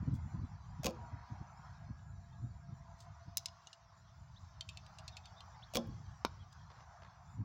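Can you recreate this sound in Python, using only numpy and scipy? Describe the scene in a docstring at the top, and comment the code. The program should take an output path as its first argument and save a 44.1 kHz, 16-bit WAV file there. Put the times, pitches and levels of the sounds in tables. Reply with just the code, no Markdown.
"""A gravel archery range: an archer shoots two arrows from a recurve bow, a few metres from a phone.
At each release the arrow rattles on the rest and two string slaps set string and limbs humming.
Between shots an arrow clicks and ticks as it is nocked; later a hand knocks the bow and shoes turn.
Wind buffets the microphone; a far road drones, leaves hiss and a small bird chips."""
import sys
import numpy as np
from scipy import signal
from scipy.fft import rfft, irfft, next_fast_len
from scipy.io import wavfile
from scipy.ndimage import uniform_filter1d

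SR = 44100
rng = np.random.default_rng(int(sys.argv[2]) if len(sys.argv) > 2 else 0)


def digitize_waveform(pressure):
    """Quantize a signal to 16-bit integers and store it at the path in sys.argv[1].

    Rows of a 2-D input are taken as channels; values are limited to [-1, 1].
    """
    field = np.atleast_2d(pressure).T
    bounded = np.clip(field, -1, 1)
    quanta = np.round(bounded * 32767).astype(np.int16)
    wavfile.write(sys.argv[1], SR, quanta)


N = 328382
T = np.arange(N) / SR
AGE = T[:SR // 2]  # seconds since a blow

# Wind strength. Each row: time in seconds, level in dB.
WIND_LEVEL = [(0.0, -48.5), (0.54, -53), (0.74, -53.5), (1.1, -59.5), (2.67, -55.5), (2.92, -59.5),
              (3.17, -62), (3.54, -63.5), (3.69, -75), (3.92, -69), (4.13, -60), (4.4, -59.5),
              (5.16, -58.5), (5.41, -68), (5.99, -52.5), (6.8, -65), (7.15, -63.5), (7.45, -52)]


def undb(db):
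    """Decibels to gain."""
    return 10 ** (np.asarray(db) / 20)


def unit(x):
    """Scale to rms 1."""
    return x / np.sqrt(np.mean(x ** 2) + 1e-30)


def add(out, start_s, x):
    """Mix x into out from start_s on."""
    i = max(int(start_s * SR), 0)
    out[i:i + len(x)] += x[:max(N - i, 0)]


def colour(x, tone, tilt_db_oct=0):
    """Minimum-phase filter of unit power through tilted (Hz, dB) points."""
    size = next_fast_len(len(x)) * 2
    octave = np.log2(np.maximum(np.fft.rfftfreq(size, 1 / SR), 1))
    hz, db = np.transpose(tone)
    gain = unit(undb(np.interp(octave, np.log2(hz), db + tilt_db_oct * np.log2(hz))))
    cepstrum = irfft(np.log(gain))
    cepstrum[1:size // 2] *= 2
    cepstrum[size // 2 + 1:] = 0
    return irfft(rfft(x, size) * np.exp(rfft(cepstrum)))[:len(x)]


def cut(x, order, hz, kind="low"):
    """Butterworth low-pass or high-pass."""
    return signal.sosfilt(signal.butter(order, hz, kind, fs=SR, output="sos"), x)


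def resonate(x, modes):
    """Parallel resonances (Hz, width Hz, dB) of unit total power."""
    ring = sum(undb(db) * width_hz * np.exp(-np.pi * width_hz * AGE) * np.cos(2 * np.pi * hz * AGE)
               for hz, width_hz, db in modes)
    ring = cut(ring, 2, 1500, "high")  # small parts radiate no bass
    return signal.fftconvolve(x, ring / np.linalg.norm(ring))[:len(x)]


def fade(t60_s):
    """Envelope that falls 60 dB in t60_s."""
    return np.exp(-np.log(1000) * AGE / t60_s)


def burst(decay_ms, rise_ms=0.071):
    """Rough contact: fast-decaying noise."""
    age_ms = AGE * 1000
    return rng.standard_normal(len(AGE)) * np.exp(-age_ms / decay_ms) * (1 - np.exp(-age_ms / rise_ms))


def walk(rate_hz):
    """Smooth random drift, spread near 1."""
    hop = int(SR / rate_hz)
    knots = rng.standard_normal(N // hop + 2)
    return np.sqrt(2) * uniform_filter1d(np.interp(np.arange(N) / hop, np.arange(len(knots)), knots), hop)


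def curve(points, times_s=T):
    """Straight lines through (s, value) points."""
    return np.interp(times_s, *np.transpose(points))


def noise(tone, patchy_db=0, size=1024):
    """Coloured noise of rms 1; narrow bands flicker separately by patchy_db."""
    bands = signal.stft(colour(rng.standard_normal(N), tone), nperseg=size)[2]
    flicker = uniform_filter1d(rng.standard_normal(bands.shape), size=3, axis=0)
    flicker = unit(uniform_filter1d(flicker, size=5, axis=1))
    return unit(signal.istft(bands * undb(patchy_db * flicker), nperseg=size)[1][:N])


def shimmer(level_db=-88.5, flicker_db=5):
    """A thin, faint, flickering band of hiss near 7 kHz."""
    # Each row: frequency in Hz, level in dB.
    spectrum = [(6500, -39.5), (7000, -1), (7150, -0.5), (7300, -8), (7700, -32.5)]
    return noise(spectrum) * undb(level_db + flicker_db * walk(17))


def leaves(gain_db=1.9):
    """Leaves hiss in the breeze."""
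    # Each row: frequency in Hz, level in dB.
    spectrum = [(1500, -4), (2500, -2), (3400, 3.5), (6200, 6.5), (6700, -6.5), (7400, -5.5), (8400, -25),
                (13500, -27.5), (15200, -15.5)]
    # Each row: time in seconds, level in dB.
    levels = [(0.0, -78), (1.47, -76.5), (2.53, -81), (3.63, -75.5), (3.77, -79), (4.64, -75.5),
              (4.81, -73), (6.51, -75.5), (7.13, -78), (7.45, -84)]
    return noise(spectrum, patchy_db=5) * undb(curve(levels) + gain_db + walk(15))


def road(gain_db=-0.16, flutter_db=0.5):
    """Far traffic drones, swelling and fading."""
    # Each row: frequency in Hz, level in dB.
    spectrum = [(300, -30), (480, -21.5), (570, -14), (690, -0.5), (800, -2), (1000, 0.5), (1260, -3.5),
                (1600, -8.5), (2000, -14.5), (2600, -21.5), (4000, -60)]
    # Each row: time in seconds, level in dB.
    levels = [(0.0, -61.5), (0.62, -64), (0.79, -64), (1.04, -59.5), (1.24, -60.5), (1.66, -60),
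              (1.95, -66), (2.28, -70), (3.07, -64.5), (3.19, -66), (4.23, -69), (4.73, -66), (4.94, -62.5),
              (5.58, -62.5), (6.49, -67.5), (6.64, -66.5), (6.93, -61), (7.45, -67)]
    return noise(spectrum, patchy_db=3) * undb(curve(levels) + gain_db + flutter_db * walk(12))


def tyres(sway=0.005, smear_hz=42):
    """Far tyres sing; many paths through moving air smear each tone into a narrow band."""
    # Each row: start and end in seconds, start and end pitch in Hz, level in dB.
    passes = [(.55, 1.65, 985, 940, -60.5), (.95, 1.9, 715, 700, -67.5), (.1, 3.5, 1635, 1645, -76),
              (1.6, 4.6, 692, 675, -68.5), (4.5, 5.4, 640, 650, -70)]
    out = np.zeros(N)
    for start_s, end_s, start_hz, end_hz, db in passes:
        progress = np.clip((T - start_s) / (end_s - start_s), 0, 1)
        hz = (start_hz + (end_hz - start_hz) * progress) * (1 + sway * walk(5))
        phase = 2 * np.pi * np.cumsum(hz) / SR
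        tone = walk(smear_hz) * np.sin(phase) + walk(smear_hz) * np.cos(phase)
        out += undb(db) * np.sin(np.pi * progress) * tone / np.sqrt(2)
    return out


def bird(roughness=0.03, arch_hz=260):
    """Short arched, gliding whistles of unsteady pitch."""
    # Each row: start and length in seconds, middle pitch in Hz, glide in Hz, level in dB.
    chips = [(4.358, 0.029, 3820, 1216.5, -60.5), (5.107, 0.061, 3670, -250, -64.5),
             (5.228, 0.067, 3610, -400, -63), (5.359, 0.053, 3640, 100.5, -61.5),
             (5.621, .027, 3670, 1801, -54.5), (6.388, .055, 3260, -350, -67)]
    out = np.zeros(N)
    for start_s, length_s, middle_hz, glide_hz, db in chips:
        progress = np.linspace(0, 1, int(length_s * SR))
        hz = middle_hz + glide_hz * (progress - .5) - arch_hz * (2 * progress - 1) ** 2
        hz *= 1 + roughness * walk(700)[:len(progress)]
        add(out, start_s, undb(db) * np.sin(np.pi * progress) * np.sin(2 * np.pi * np.cumsum(hz) / SR))
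    return out


def wind(gain_db=3.4, flutter_db=2.4):
    """Wind on the microphone: a fluttering rumble."""
    # Each row: frequency in Hz, level in dB.
    spectrum = [(20, -35.5), (35, -19), (51, -6.5), (80, 0.5), (135, -4), (180, -11), (265, -34),
                (450, -43), (2000, -100)]
    return noise(spectrum) * undb(curve(WIND_LEVEL) + gain_db + flutter_db * walk(22))


def small_eddies(count=36, offset_db=10, spread_db=2, swings=0.48):
    """Rows (s, dB, swings) of weak eddies at random times; their level rides on the wind."""
    times_s = (np.arange(count) + rng.random(count)) * T[-1] / count
    levels_db = curve(WIND_LEVEL, times_s) + offset_db + spread_db * rng.standard_normal(count)
    return [(peak_s, db, swings) for peak_s, db in zip(times_s, levels_db)]


def eddies(gain_db=-1.5, swirl_db=-13, strong_db=-32, strong_hz=124, db_per_octave=34, wake_swings=1):
    """Each eddy swings the pressure; stronger ones swing faster and shed more fine swirls."""
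    # Strongest eddies. Each row: peak time in seconds, level in dB, half-length in swings.
    strongest = [(0.03, -31.5, 0.26), (0.083, -27.5, 0.68), (0.133, -28.5, 1.55), (0.262, -34, 0.25),
                 (0.348, -30.5, 0.55), (.395, -31.5, 0.45), (.439, -30.5, 0.59), (0.801, -35, 0.86),
                 (1.139, -35, 0.82), (1.322, -33, 0.59), (1.413, -32.5, 0.35), (1.91, -34, 0.76),
                 (2.444, -34, 1.9), (2.695, -38.5, 0.55), (2.73, -34, 0.34), (3.283, -36.5, 0.39),
                 (5.89, -33, 0.45), (7.407, -30, 1.16)]
    swirls = noise([(70, -3.5), (150, 5), (240, 3), (310, -6.5), (400, -22.5), (550, -27.5),
                    (900, -48.5), (4000, -100)])
    out = np.zeros(N)
    for peak_s, db, swings in strongest + small_eddies():
        near = slice(max(int(peak_s * SR) - SR // 4, 0), int(peak_s * SR) + SR // 4)
        excess_db = db - strong_db
        hz = strong_hz * 2 ** (excess_db / db_per_octave) * np.exp(0.12 * rng.standard_normal())
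        cycles = (T[near] - peak_s) * hz
        swell, trail = (np.exp(1 - np.hypot(1, cycles / span * np.sqrt(2)))
                        for span in (swings, swings + wake_swings))
        pressure = swell * np.sin(2 * np.pi * (cycles + rng.random()))
        wake = trail * undb(swirl_db + 0.86 * excess_db) * swirls[near]
        out[near] += undb(db + gain_db) * (pressure + wake)
    return out


def scatter(x, near_db=-17, near_t60_s=0.078, far_db=-27, far_t60_s=0.54):
    """Gravel and nearby structures return a faint short tail and a fainter, duller long one."""
    spectrum = [(150, -7.5), (450, -5.5), (1000, 1), (6500, -1), (8500, -13.5), (15000, -16.5)]
    out = x
    for db, t60_s, tilt_db_oct in ((near_db, near_t60_s, 0), (far_db, far_t60_s, -1)):
        tail = rng.standard_normal(len(AGE)) * fade(t60_s) * (AGE > .003)
        tail = colour(tail, spectrum, tilt_db_oct)
        out = out + undb(db) * signal.fftconvolve(x, tail / np.linalg.norm(tail))[:N]
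    return out


def steps(grain_db=4):
    """Stones grind under a turning shoe in uneven grains."""
    # Each row: start in seconds, level in dB, decay in ms.
    turns = [(6.701, -58.5, 45), (6.76, -59, 43), (7.02, -56.5, 31)]
    # Each row: frequency in Hz, level in dB.
    gravel_spectrum = [(200, -12), (900, 10), (2500, -7), (6000, -13), (8500, -40), (15000, -46)]
    out = np.zeros(N)
    for start_s, db, decay_ms in turns:
        grains = unit(undb(grain_db * walk(400)))[:len(AGE)]
        add(out, start_s, undb(db) * colour(burst(decay_ms) * grains, gravel_spectrum))
    return out


def shaft_contact(force, tilt_db_oct):
    """The bright, direct sound of a contact on the arrow."""
    # Each row: frequency in Hz, level in dB.
    spectrum = [(450, -51), (1000, -21.5), (1900, -24.5), (2800, -12), (4400, -1.5), (7500, -3.5),
                (9000, -13.5), (11000, -18), (13500, -21), (15300, -13)]
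    return colour(force, spectrum, tilt_db_oct)


def slides(catch_db=4):
    """The shaft catches and slips, rubbing in short squeaks."""
    # Each row: start and length in seconds, level in dB, tilt in dB per octave.
    pulls = [(0.13, 0.049, -68.5, 5.5), (2.971, 0.089, -67, -4.5), (6.521, 0.02, -63.5, -3.5)]
    out = np.zeros(N)
    for start_s, length_s, db, tilt_db_oct in pulls:
        stroke = np.sin(np.pi * np.minimum(AGE / length_s, 1))
        friction = unit(rng.standard_normal(len(AGE)) * undb(catch_db * walk(300))[:len(AGE)])
        add(out, start_s, undb(db) * shaft_contact(friction * stroke, tilt_db_oct))
    return out


def ticks(tick_db=-3, rest_db=-2, rest_top_hz=8000, ring_db=-5, ring_t60_s=0.05):
    """The arrow, seated and drawn, rings the rest at a pitch set by where it touches."""
    # Each row: start in seconds, level in dB, decay in ms, ring pitch in Hz.
    touches = [(4.6087, -38, 2.2, 3150), (4.6895, -44, 4.9, 3210), (4.7726, -46.5, 2.6, 2630),
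               (4.8638, -56.5, 2.8, 3970), (4.9853, -50.5, 6.5, 2750), (5.079, -44, 4.2, 4200),
               (5.168, -46.5, 5.1, 2690), (5.256, -54, 4.2, 3210), (5.406, -51, 2.5, 3160)]
    # Each row: frequency in Hz, level in dB.
    spectrum = [(1200, -58), (2000, 0), (2500, 5), (4200, 5.5), (5200, 1), (7200, -1), (8500, -24),
                (11500, -20), (15000, -34.5)]
    # Each row: frequency in Hz, width in Hz, level in dB.
    rest_modes = [(2545, 29, 2), (3150, 63, -4), (3680, 130, 0), (4370, 170, -1), (5200, 130, -11),
                  (6200, 120, -14), (7100, 280, -9.5)]
    out = np.zeros(N)
    for start_s, db, decay_ms, ring_hz in touches:
        contact = burst(decay_ms, rise_ms=0.13)
        detune = 1 + 0.055 * rng.standard_normal()
        rest = resonate(contact, np.array(rest_modes) * (detune, 1, 1))
        rest = undb(rest_db) * cut(rest, 2, rest_top_hz)
        tick = undb(tick_db) * colour(contact, spectrum)
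        ring = undb(ring_db) * np.sin(2 * np.pi * ring_hz * AGE) * fade(ring_t60_s)
        add(out, start_s, undb(db) * (tick + rest + ring))
    return out


def clicks(crack_db=-1, max_top_hz=19000):
    """Hard clicks on nock, rest and riser ring the shaft."""
    # Each row: start in seconds, level in dB, decay in ms, tilt in dB per octave.
    hits = [(3.004, -62, 4.4, -2.5), (3.3711, -25.5, 2.14, 3.5), (3.3795, -35, 1.3, -3),
            (3.4582, -34.5, 2, -2.5), (3.484, -46.5, 1.9, -6), (3.671, -52.5, 3.2, -5),
            (3.7298, -52, 4.1, -5), (5.8715, -65, 2, 17)]
    # Each row: frequency in Hz, width in Hz, level in dB.
    shaft_modes = [(2890, 89, 1), (4040, 370, -5.5), (5110, 110, 2.5), (5040, 122, -6), (6100, 190, 3.5),
                   (7640, 240, -13), (10960, 730, -13.5), (15400, 380, -7)]
    out = np.zeros(N)
    for start_s, db, decay_ms, tilt_db_oct in hits:
        contact = burst(decay_ms)
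        crack = undb(crack_db) * shaft_contact(contact, tilt_db_oct)
        shaft = resonate(contact, [(hz, width_hz, mode_db + tilt_db_oct * np.log2(hz))
                                   for hz, width_hz, mode_db in shaft_modes])
        top_hz = max_top_hz * 2 ** (min(tilt_db_oct, 0) / 4)  # duller clicks also lose their top
        add(out, start_s, undb(db) * cut(crack + shaft, 4, top_hz))
    return out


def knock(snap_db=2, snap_delay_ms=1.01, crack_db=-13, crack_ms=2, body_db=-23, body_ms=8):
    """A hand comes down on the bow: one swing of air, a snap as the contact closes, a damped body."""
    # Each row: start in seconds, level in dB, push length in ms.
    blows = [(6.2489, -17, 1.125)]
    # Each row: frequency in Hz, level in dB.
    snap_spectrum = [(200, -1.5), (1100, 4), (1850, -1), (2200, -2), (2750, -5), (4000, 0.5), (4600, -2.5),
                     (5600, -1.5), (7000, -14.5), (8500, -25), (11500, -16), (15000, -28)]
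    body_spectrum = [(70, -45), (170, 13), (500, -1), (1200, -14), (4000, -45), (9000, -52)]
    out = np.zeros(N)
    for start_s, db, push_ms in blows:
        cycles = AGE * 1000 / push_ms
        push = -0.76 * np.sin(2 * np.pi * cycles) * (cycles < 1)
        contact = undb(crack_db) * burst(crack_ms) - undb(snap_db) * (AGE == 0)
        body = undb(body_db) * colour(burst(body_ms), body_spectrum)
        add(out, start_s, undb(db) * (push + body))
        add(out, start_s + snap_delay_ms / 1000, undb(db) * colour(contact, snap_spectrum))
    return out


def scrape(decay_ms, scrape_db=-2, riser_db=-3):
    """A brief rough contact rings the riser."""
    # Each row: frequency in Hz, level in dB.
    spectrum = [(710, 1.5), (1200, 0.5), (1850, -0.5), (2730, 5), (3700, -5.5), (5130, -5), (6440, 4.5),
                (7820, -19), (8350, -27), (9930, -22), (16000, -11)]
    # Each row: frequency in Hz, width in Hz, level in dB.
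    riser_modes = [(2456, 240, 1), (2850, 86, 2.5), (3260, 210, 4.5), (3930, 520, -8.5), (4500, 150, 0.5),
                   (5200, 220, -2), (6490, 200, 1.5)]
    contact = burst(decay_ms, rise_ms=0.22)
    return undb(scrape_db) * colour(contact, spectrum) + undb(riser_db) * resonate(contact, riser_modes)


def twang(flex=0.0284):
    """String and limbs ring; the flexing limbs vary the tension, so the pitch wanders."""
    # Each row: frequency in Hz, level in dB, t60 in seconds.
    bow_modes = [(118, -64, 0.51), (227, -38.5, 0.38), (339, -44.5, 0.42), (433.5, -55, 0.56),
                 (508.3, -33.5, 0.22), (548, -35.5, 0.17), (635, -40, 0.18), (765, -34, 0.087),
                 (829, -53, 0.49), (1066, -32.5, 0.05), (1284, -52.5, 0.17)]
    warped_s = np.cumsum(1 + flex * walk(70)[:len(AGE)]) / SR
    return sum(undb(db) * np.sin(2 * np.pi * hz * warped_s) * fade(t60_s) for hz, db, t60_s in bow_modes)


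def slap(contact_ms, thud_db=-37, thud_ms=20):
    """The string thuds and drives the bow's modes; a long push reaches only the low ones."""
    thud_spectrum = [(70, -19), (180, 13), (380, 5.5), (600, -5), (1200, -6), (2000, -21.5), (4000, -45)]
    push = np.hanning(int(contact_ms * SR / 1000) + 3)
    thud = undb(thud_db) * colour(burst(thud_ms), thud_spectrum)
    return np.convolve(twang() + thud, push / push.sum())


def bow(whir_lead_s=0.0185, whir_s=0.0096, whir_hz=660, whir_db=-43.5,
        chatter_delay_s=0.03, chatter_gap_s=0.0087, chatter_fall_db=1.5):
    """The string whirs off the glove and slaps twice; the arrow rattles past; the rest chatters."""
    # Each row: first slap in seconds, arrow-on-riser delay in ms, its level in dB, its decay in ms,
    # chatter level in dB.
    shots = [(0.8503, 7.5, -31.5, 3, -48.5), (5.7542, 1.5, -23.5, 1.36, -63)]
    # The string snaps taut, then swings back. 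Each row: delay in ms, level in dB, contact in ms.
    slaps = [(0, -1, 1.71), (17, -3, 0.4)]
    # Glove slips, shaft scrapes the rest, vanes brush it, nock leaves.
    # Each row: offset from the first slap in ms, level in dB, decay in ms.
    rattle = [(-17.5, -44.5, 4.5), (-6.5, -37.5, 6.6), (8.5, -35.5, 2.4), (15.5, -26, 2.02)]
    out = np.zeros(N)
    whir = np.sin(np.pi * np.minimum(AGE / whir_s, 1)) * np.sin(2 * np.pi * whir_hz * AGE)
    for shot_s, strike_ms, strike_db, strike_decay_ms, chatter_db in shots:
        add(out, shot_s - whir_lead_s, undb(whir_db) * whir)
        for delay_ms, db, contact_ms in slaps:
            add(out, shot_s + delay_ms / 1000, undb(db) * slap(contact_ms))
        for offset_ms, db, decay_ms in rattle + [(strike_ms, strike_db, strike_decay_ms)]:
            add(out, shot_s + offset_ms / 1000, undb(db) * scrape(decay_ms))
        for bounce in range(4):
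            chatter = undb(chatter_db - bounce * chatter_fall_db) * scrape(decay_ms=2.6)
            add(out, shot_s + chatter_delay_s + bounce * chatter_gap_s, chatter)
    return out


def scene():
    """Archer and bird with their reflections, over wind and far sounds; mono."""
    archer = bow() + clicks() + ticks() + slides() + knock() + steps()
    return (scatter(archer + bird()) + wind() + eddies() + road() + leaves() + tyres() + shimmer())[None]


def record(dry, bass_hz=35, top_hz=16000):
    """The phone drops the deepest bass and cuts the top."""
    thin = cut(dry, 2, bass_hz, "high")
    return signal.sosfilt(signal.ellip(8, .2, 70, top_hz, fs=SR, output="sos"), thin)


dry = scene()
out = record(dry)
digitize_waveform(out)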